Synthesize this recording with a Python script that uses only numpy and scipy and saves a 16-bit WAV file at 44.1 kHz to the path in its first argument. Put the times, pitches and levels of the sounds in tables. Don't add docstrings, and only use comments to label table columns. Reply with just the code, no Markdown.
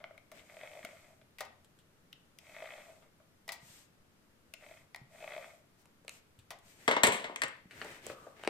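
import sys
import numpy as np
from scipy import signal
from scipy.fft import rfft, irfft
from scipy.io import wavfile
from scipy.ndimage import uniform_filter1d

SR = 44100
rng = np.random.default_rng(int(sys.argv[2]) if len(sys.argv) > 2 else 0)


def makeup_ratio(level_db):
    decades = np.asarray(level_db, float) / 20
    return 10 ** decades


def output_pcm(signal):
    pcm = np.clip(np.atleast_2d(signal).T, -1, 1) * 32767
    wavfile.write(sys.argv[1], SR, np.round(pcm).astype(np.int16))


N = 374409

# [start t/s, end t/s, relative hollow ring level/dB, relative pawl rasp level/dB]
STROKES = [(0.376, 1.22, -59, -58.5), (2.377, 3.085, -59, -57.5), (4.574, 4.873, -64, -62),
           (5.093, 5.632, -55.5, -54.5)]
# [f/Hz, width f/Hz, level/dB]
CASE = [(628, 77, 4), (940, 575, -3), (1156, 720, -3), (1904, 117, -1), (2140, 190, -1.5), (2546, 130, -3),
        (3200, 430, -15.5), (9800, 380, -47)]
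# [f/Hz of an even blow, octaves per dB of highs, octaves per dB of lows]
CASE_SPOT = (2080, 0.00062, -0.014)
# [f/Hz, relative level/dB per Hz]
HISS = [(1180, -10), (2000, -6.5), (5690, -8), (8510, -4), (10000, -15.5), (11800, -11), (14300, -12.5),
        (15000, -40)]


def rms_one(x):
    return x / np.sqrt(np.mean(x ** 2) + 1e-20)


def at_hz(points, hz):
    return np.interp(np.log(hz), np.log(np.array(points)[:, 0]), np.array(points)[:, 1])


def band(x, low_hz, high_hz):
    return signal.sosfilt(signal.butter(2, [low_hz, high_hz], "band", fs=SR, output="sos"), x)


def steep(x, low_hz, high_hz):
    return signal.sosfilt(signal.butter(4, [low_hz, high_hz], "band", fs=SR, output="sos"), x)


def resonance(x, hz, width_hz):
    r = np.exp(-np.pi * width_hz / SR)
    feed = [(1 - r * r) / 2, 0, (r * r - 1) / 2]
    ringing = [1, -2 * r * np.cos(2 * np.pi * hz / SR), r * r]
    return signal.lfilter(feed, ringing, x + 1e-18)


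def body(x, modes, direct_db):
    out = makeup_ratio(direct_db) * x
    for k, (hz, width_hz, level_db) in enumerate(modes):
        out = out + (-1) ** k * makeup_ratio(level_db) * resonance(x, hz, width_hz)
    return out


def coloured(spectrum):
    # [f/Hz, correlation]
    likeness = [(60, 0.85), (240, 0.74), (950, 0.13), (3770, -0.22), (15000, 0.098)]
    hz = np.arange(1, N // 2 + 2) * SR / N
    mid, side = rfft(rng.standard_normal((2, N))) * makeup_ratio(at_hz(spectrum, hz))
    alike = np.clip(at_hz(likeness, hz), -1, 1)
    return rms_one(irfft(np.sqrt(1 + alike) * mid + np.sqrt(1 - alike) * side * [[1], [-1]], N))


def grains(per_s, spread_db):
    sizes = makeup_ratio(spread_db * np.minimum(rng.exponential(1, N), 5)) * rng.choice([-1, 1], N)
    return rms_one(sizes * (rng.random(N) < per_s / SR))


def air():
    # [f/Hz, relative level/dB per Hz]
    air_spectrum = [(12, 1), (20, -14), (33, -19), (87, -2), (109, -5), (140, -2), (238, -6), (597, -12.5),
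                    (788, -16.5), (1300, -15.5), (4190, -24), (14500, -30), (15000, -49)]
    return makeup_ratio(-67) * coloured(air_spectrum) * makeup_ratio([[.8], [-.8]])


def room(x):
    t60_s, level_db = 0.44, -11.5
    t = np.arange(SR // 2) / SR
    low, middle, high = rng.standard_normal((3, 2, len(t)))
    echoes = band(low[0] + 0.042 * low, 97, 1070) + band(middle, 594, 4070)
    echoes = echoes * makeup_ratio(-60 * t / t60_s)
    echoes = echoes + band(high, 4100, 8200) * makeup_ratio(0.5 - 110 * t / t60_s)
    echoes = echoes * (t > .003)
    echoes = echoes / np.sqrt(np.sum(echoes ** 2, axis=1, keepdims=True))
    return makeup_ratio(level_db) * signal.fftconvolve(x, echoes, axes=1)[:, :N]


def thumps():
    # [t/s, swing level before decay/dB, f/Hz]
    hand_rows = [(0.844, -44.5, 230), (3.63, -51, 153), (3.699, -55, 145), (4.001, -62, 100),
                 (5.016, -45, 139), (6.388, -50.5, 107), (6.882, -45, 110), (7.04, -26, 224),
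                 (7.084, -38, 109), (7.441, -47, 139), (7.657, -46.5, 185)]
    out, t = np.zeros(N), np.arange(SR // 5) / SR
    for s, level_db, hz in hand_rows:
        swing = np.sin(2 * np.pi * hz * t) * np.exp(-t * hz / 1.2)
        out[round(s * SR):][:len(t)] += makeup_ratio(level_db) * swing
    return out


def slide():
    # [start t/s, end t/s, relative rub level/dB, rub f/Hz, relative hiss level/dB]
    slide_rows = [(0.32, 0.434, -61.5, 2060, -65.5), (3.58, 3.88, -79, 2510, -59.5),
                  (5.77, 5.84, -72.5, 3520, -79), (6.072, 6.21, -82, 2580, -61.5),
                  (6.618, 6.781, -72, 2050, -63.5), (6.745, 6.947, -64, 1910, -63),
                  (7.688, 7.834, -59, 1810, -67), (7.75, 8.034, -53.5, 1890, -61),
                  (8.011, 8.154, -53.5, 2200, -60.5), (8.06, 8.38, -60.5, 1224, -69),
                  (8.339, 8.55, -58.5, 1890, -70.5)]
    rumble_under_rub_db = 4.5
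    fibres = np.array([grains(1800, spread_db=2.5) for ear in range(2)])
    hiss = coloured(HISS)
    rumble = rms_one(band(rng.standard_normal(N), 66, 680))
    out = np.zeros((2, N))
    for start_s, end_s, rub_db, rub_hz, hiss_db in slide_rows:
        on = slice(round(start_s * SR), min(round(end_s * SR), N))
        swell = np.abs(np.sin(np.pi * (np.arange(N)[on] / SR - start_s) / (end_s - start_s)))
        width_hz = rub_hz * (rub_hz / 2600) ** 3
        rub = rms_one(resonance(fibres[:, on], rub_hz, width_hz))
        mix = makeup_ratio(rub_db) * rub + makeup_ratio(hiss_db) * hiss[:, on]
        out[:, on] += swell * (mix + makeup_ratio(rub_db - rumble_under_rub_db) * rumble[on])
    return out * makeup_ratio([[1.5], [-1.5]])


def blows(rows, modes, direct_db, rattle_db, gain_db, snap_db, pan_db, lag, spot):
    build_s = .0015
    push, snaps = np.zeros((3, 2, N)), np.zeros((2, N))
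    noise = rng.standard_normal((3, N))
    for s, level_db, low_db, high_db, t60 in rows:
        snap_hz = np.clip(spot[0] * 2 ** (spot[1] * high_db + spot[2] * low_db), 500, 6000)
        i = round(s * SR)
        t = np.arange(min(N - i, SR // 3)) / SR
        weights = makeup_ratio(level_db + gain_db + np.array([low_db, 0, high_db]))
        hold = np.clip(t60, .01, 1) * np.array([[1.2], [1], [.6]])
        own = np.array([.15, .6, 1.1])[:, None, None] * noise[:2, i:i + len(t)]
        rattle = makeup_ratio(rattle_db - 60 * t / hold)
        crunch = makeup_ratio(rattle_db + 11.0 - 60 * t / 0.0068)
        build = np.minimum(t / build_s, 1) ** 2
        shape = ((rattle + crunch) * build)[:, None] * (noise[2, i:i + len(t)] + own)
        shape[:, :, round(build_s * SR)] += [[1], [1], [.4]]
        push[:, :, i:i + len(t)] += weights[:, None, None] * shape
        snaps[:, i:i + len(t)] += weights[1] * resonance(shape[1], snap_hz, snap_hz / 3.48)
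    push = steep(push[0], 150, 1400) + steep(push[1], 1400, 4300) + steep(push[2], 4300, 15000)
    out = body(push, modes, direct_db) + makeup_ratio(snap_db) * band(snaps, 2100, 5300)
    out[1] = np.roll(out[1], lag)
    return out * makeup_ratio([[pan_db / 2], [-pan_db / 2]])


def cards():
    # [t/s, relative level/dB, lows over it/dB, highs over it/dB, nominal rattle t60/s]
    card_rows = [(1.6447, -56, -24, 0, 0.093), (1.7868, -55.5, -30, -3, 0.14), (5.855, -56, 1.5, 1, 0.039),
                 (6.0471, -62, 12, 3, 0.035), (6.0791, -28.5, -12.5, -10, 0.022),
                 (6.0925, -30.5, -16, -1.5, 0.014), (6.3886, -51.5, -25, -3, 0.13),
                 (6.5863, -58.5, -12, 4, 0.057), (7.7087, -40, -24, -16.5, 0.18),
                 (7.8142, -25.5, -12.5, -29, 0.089), (7.8444, -43, 7, -5, 0.083),
                 (8.0652, -32.5, 1, 3, 0.013), (8.0974, -32.5, -1, -21.5, 0.078),
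                 (8.2655, -59.5, 23.5, -30, 0.064), (8.3942, -41.5, -0.5, -32, 0.03),
                 (8.4352, -29.5, -4, -13, 0.012), (8.4472, -33.5, -9.5, -18, 0.098),
                 (8.474, -14, 2, -18, 0.023)]
    # [f/Hz, width f/Hz, level/dB]
    card_modes = [(513, 220, 16.5), (3190, 720, -0.5), (4200, 13000, -9), (8100, 1600, 8.5)]
    # [f/Hz of an even blow, octaves per dB of highs, octaves per dB of lows]
    card_spot = (2010, 0.05, -0.023)
    return blows(card_rows, card_modes, direct_db=-9.5, rattle_db=-18.5, gain_db=9.5,
                 snap_db=10.5, pan_db=2.5, lag=0, spot=card_spot)


def clatter():
    # [t/s, relative level/dB, lows over it/dB, highs over it/dB, nominal rattle t60/s]
    drop_rows = [(6.8773, -12.5, -5.5, -21, 0.1), (6.9107, -20, -8, -21.5, 0.18),
                 (6.9642, -19.5, -3, -29, 0.1), (7.033, -10.5, -7, -9, 0.15),
                 (7.0677, -25.5, 3.5, -3.5, 0.16), (7.1206, -31, -8.5, -7, 0.46),
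                 (7.2412, -30, -9, -28, 0.14), (7.2951, -54, 18, -20, 0.11),
                 (7.3592, -27, -10.5, -9.5, 0.03), (7.4177, -21.5, -10, -10.5, 0.061),
                 (7.434, -25, -12, -12.5, 0.085), (7.4809, -47.5, -24, 2.5, 0.038)]
    # [f/Hz, width f/Hz, level/dB]
    tray_modes = [(230, 96, 7), (442, 108, 11.5), (647, 166, 10.5), (826, 37, 12), (973, 190, 10),
                  (1218, 22, 5.5), (1810, 220, -4), (2200, 47, 10.5), (3240, 310, -17.5), (5600, 970, -11),
                  (7980, 810, 8), (11500, 150, 2.5)]
    # [f/Hz of an even blow, octaves per dB of highs, octaves per dB of lows]
    tray_spot = (2360, 0.045, -.001)
    return blows(drop_rows, tray_modes, direct_db=-15, rattle_db=-19.5, gain_db=17.5,
                 snap_db=9, pan_db=3.0, lag=10, spot=tray_spot)


def lifts():
    # [t/s, relative level/dB, lows over it/dB, highs over it/dB, nominal rattle t60/s]
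    lift_rows = [(1.3837, -45, -1, 13, 0.3), (1.4057, -35, 14, 17.5, 0.073), (1.4494, -55, 11, 17, 0.099),
                 (3.478, -46.5, 13, 24.5, 0.048), (3.4892, -32.5, 5, 10, 0.078),
                 (3.5194, -42.5, 4, 23, 0.18), (4.9452, -37.5, 4.5, 10, 0.022),
                 (4.9594, -47.5, 12, 21, 0.041), (6.5046, -38, 11, 15, 0.12)]
    # [f/Hz, width f/Hz, level/dB]
    lifted_modes = [(636, 250, 2.5), (923, 520, 3), (1350, 990, -7.5), (1870, 125, 12), (1960, 220, 7.5),
                    (2650, 590, -7.5), (3370, 300, -32.5)]
    return blows(lift_rows, lifted_modes, direct_db=-22, rattle_db=-19.5, gain_db=16,
                 snap_db=10, pan_db=3.5, lag=1, spot=CASE_SPOT)


def taps():
    # [t/s, relative level/dB, lows over it/dB, highs over it/dB, nominal rattle t60/s]
    tap_rows = [(0.001, -56.5, 17, -18, 0.25), (0.0398, -35, 11, -28, 0.014), (0.1067, -58, 26, -25, 0.024),
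                (0.1474, -64, 22, -31, 0.033), (0.177, -47.5, 6, 9.5, 0.036),
                (0.3155, -48, 15.5, 17, 0.086), (0.393, -47.5, -12, -19, 0.078), (0.848, -35, 7, 14, 0.043),
                (1.2132, -54, 6.5, -25, 0.064), (2.1276, -40, -31, 10, 0.033),
                (2.386, -46.5, -13, 20.5, 0.033), (3.022, -56, 12.5, -25, 0.17),
                (3.1994, -64.5, 16, -9, 0.1), (4.5367, -33.5, -5, 14, 0.035)]
    return blows(tap_rows, CASE, direct_db=-25.5, rattle_db=-18.5, gain_db=17,
                 snap_db=4.5, pan_db=4.0, lag=1, spot=CASE_SPOT)


def press(peak, pointed):
    start_s, end_s = np.array(STROKES)[:, :2].T[:, :, None]
    way = np.clip((np.arange(N) / SR - start_s) / (end_s - start_s), 0, 1)
    hump = np.sin(np.pi * way ** (np.log(.5) / np.log(peak)))
    return 20 * pointed * np.log10(np.abs(hump) + 1e-7)


def ratchet():
    # [first tooth t/s, last tooth t/s, teeth passed, swell share, lean share]
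    wheel_rows = [(.497, 1.114, 29, .116, .031), (2.441, 3.024, 29, .27, .027),
                  (4.61, 4.799, 7, .077, .092), (5.131, 5.584, 24, .313, .074)]
    scuff_s = .0006
    clicks, way = np.zeros(N), np.linspace(0, 1, 200)
    for first_s, last_s, teeth, swell, lean in wheel_rows:
        uneven = lean * (1 - np.cos(2 * np.pi * way)) - swell * np.sin(2 * np.pi * way)
        turned = way + uneven / (2 * np.pi)
        at = np.interp(np.arange(teeth + 1), teeth * turned, first_s + way * (last_s - first_s))
        luck = rng.standard_normal((len(at), 2))
        clicks[np.round((at + .0004 * luck[:, 0]) * SR).astype(int)] = makeup_ratio(2.2 * luck[:, 1])
    clicks = clicks + 0.34 * np.roll(clicks, int(0.00353 * SR))
    scuff = signal.lfilter([1], [1, -np.exp(-1 / (scuff_s * SR))], clicks) * rng.standard_normal(N)
    clicks = scuff * .2 + .6 * clicks
    return clicks * makeup_ratio(np.max(press(peak=.33, pointed=1.8), axis=0) - 2)


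def runner():
    catch_db, catch_s = 2.5, .03
    catch = uniform_filter1d(rng.standard_normal((2, N)), round(catch_s * SR))
    catch = catch_db * rms_one(uniform_filter1d(catch, round(catch_s * SR)))
    strokes = np.array(STROKES)
    ring_db = np.max(strokes[:, 2:3] + press(peak=0.46, pointed=0.92), axis=0)
    rasp_db = np.max(strokes[:, 3:4] + press(peak=0.4, pointed=1.53), axis=0)
    moving = ring_db > -140
    clicks = ratchet()
    ring = body(clicks + .02 * grains(600, spread_db=4), CASE, direct_db=-30)
    rasp = body(clicks + .018 * grains(1500, spread_db=4), CASE, direct_db=-30)
    ring, rasp = band(ring, 300, 950), steep(rasp, 900, 4200)
    ring = ring / np.sqrt(np.mean(ring[moving] ** 2))
    rasp = rasp / np.sqrt(np.mean(rasp[moving] ** 2))
    case = makeup_ratio(ring_db + catch[0]) * ring + makeup_ratio(rasp_db + catch[1]) * rasp
    peel = makeup_ratio(-29.5 + 0.59 * rasp_db) * moving * coloured(HISS)
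    return case * makeup_ratio([[1.2], [-1.2]]) + peel


def scene():
    near = runner() + thumps() + slide()
    near = near + taps() + lifts() + clatter() + cards()
    return near + room(near) + air()


def roll_off(x):
    return signal.sosfilt(signal.butter(12, 16480, fs=SR, output="sos"), x)


def record(dry):
    return roll_off(dry)


dry = scene()
out = record(dry)
output_pcm(out)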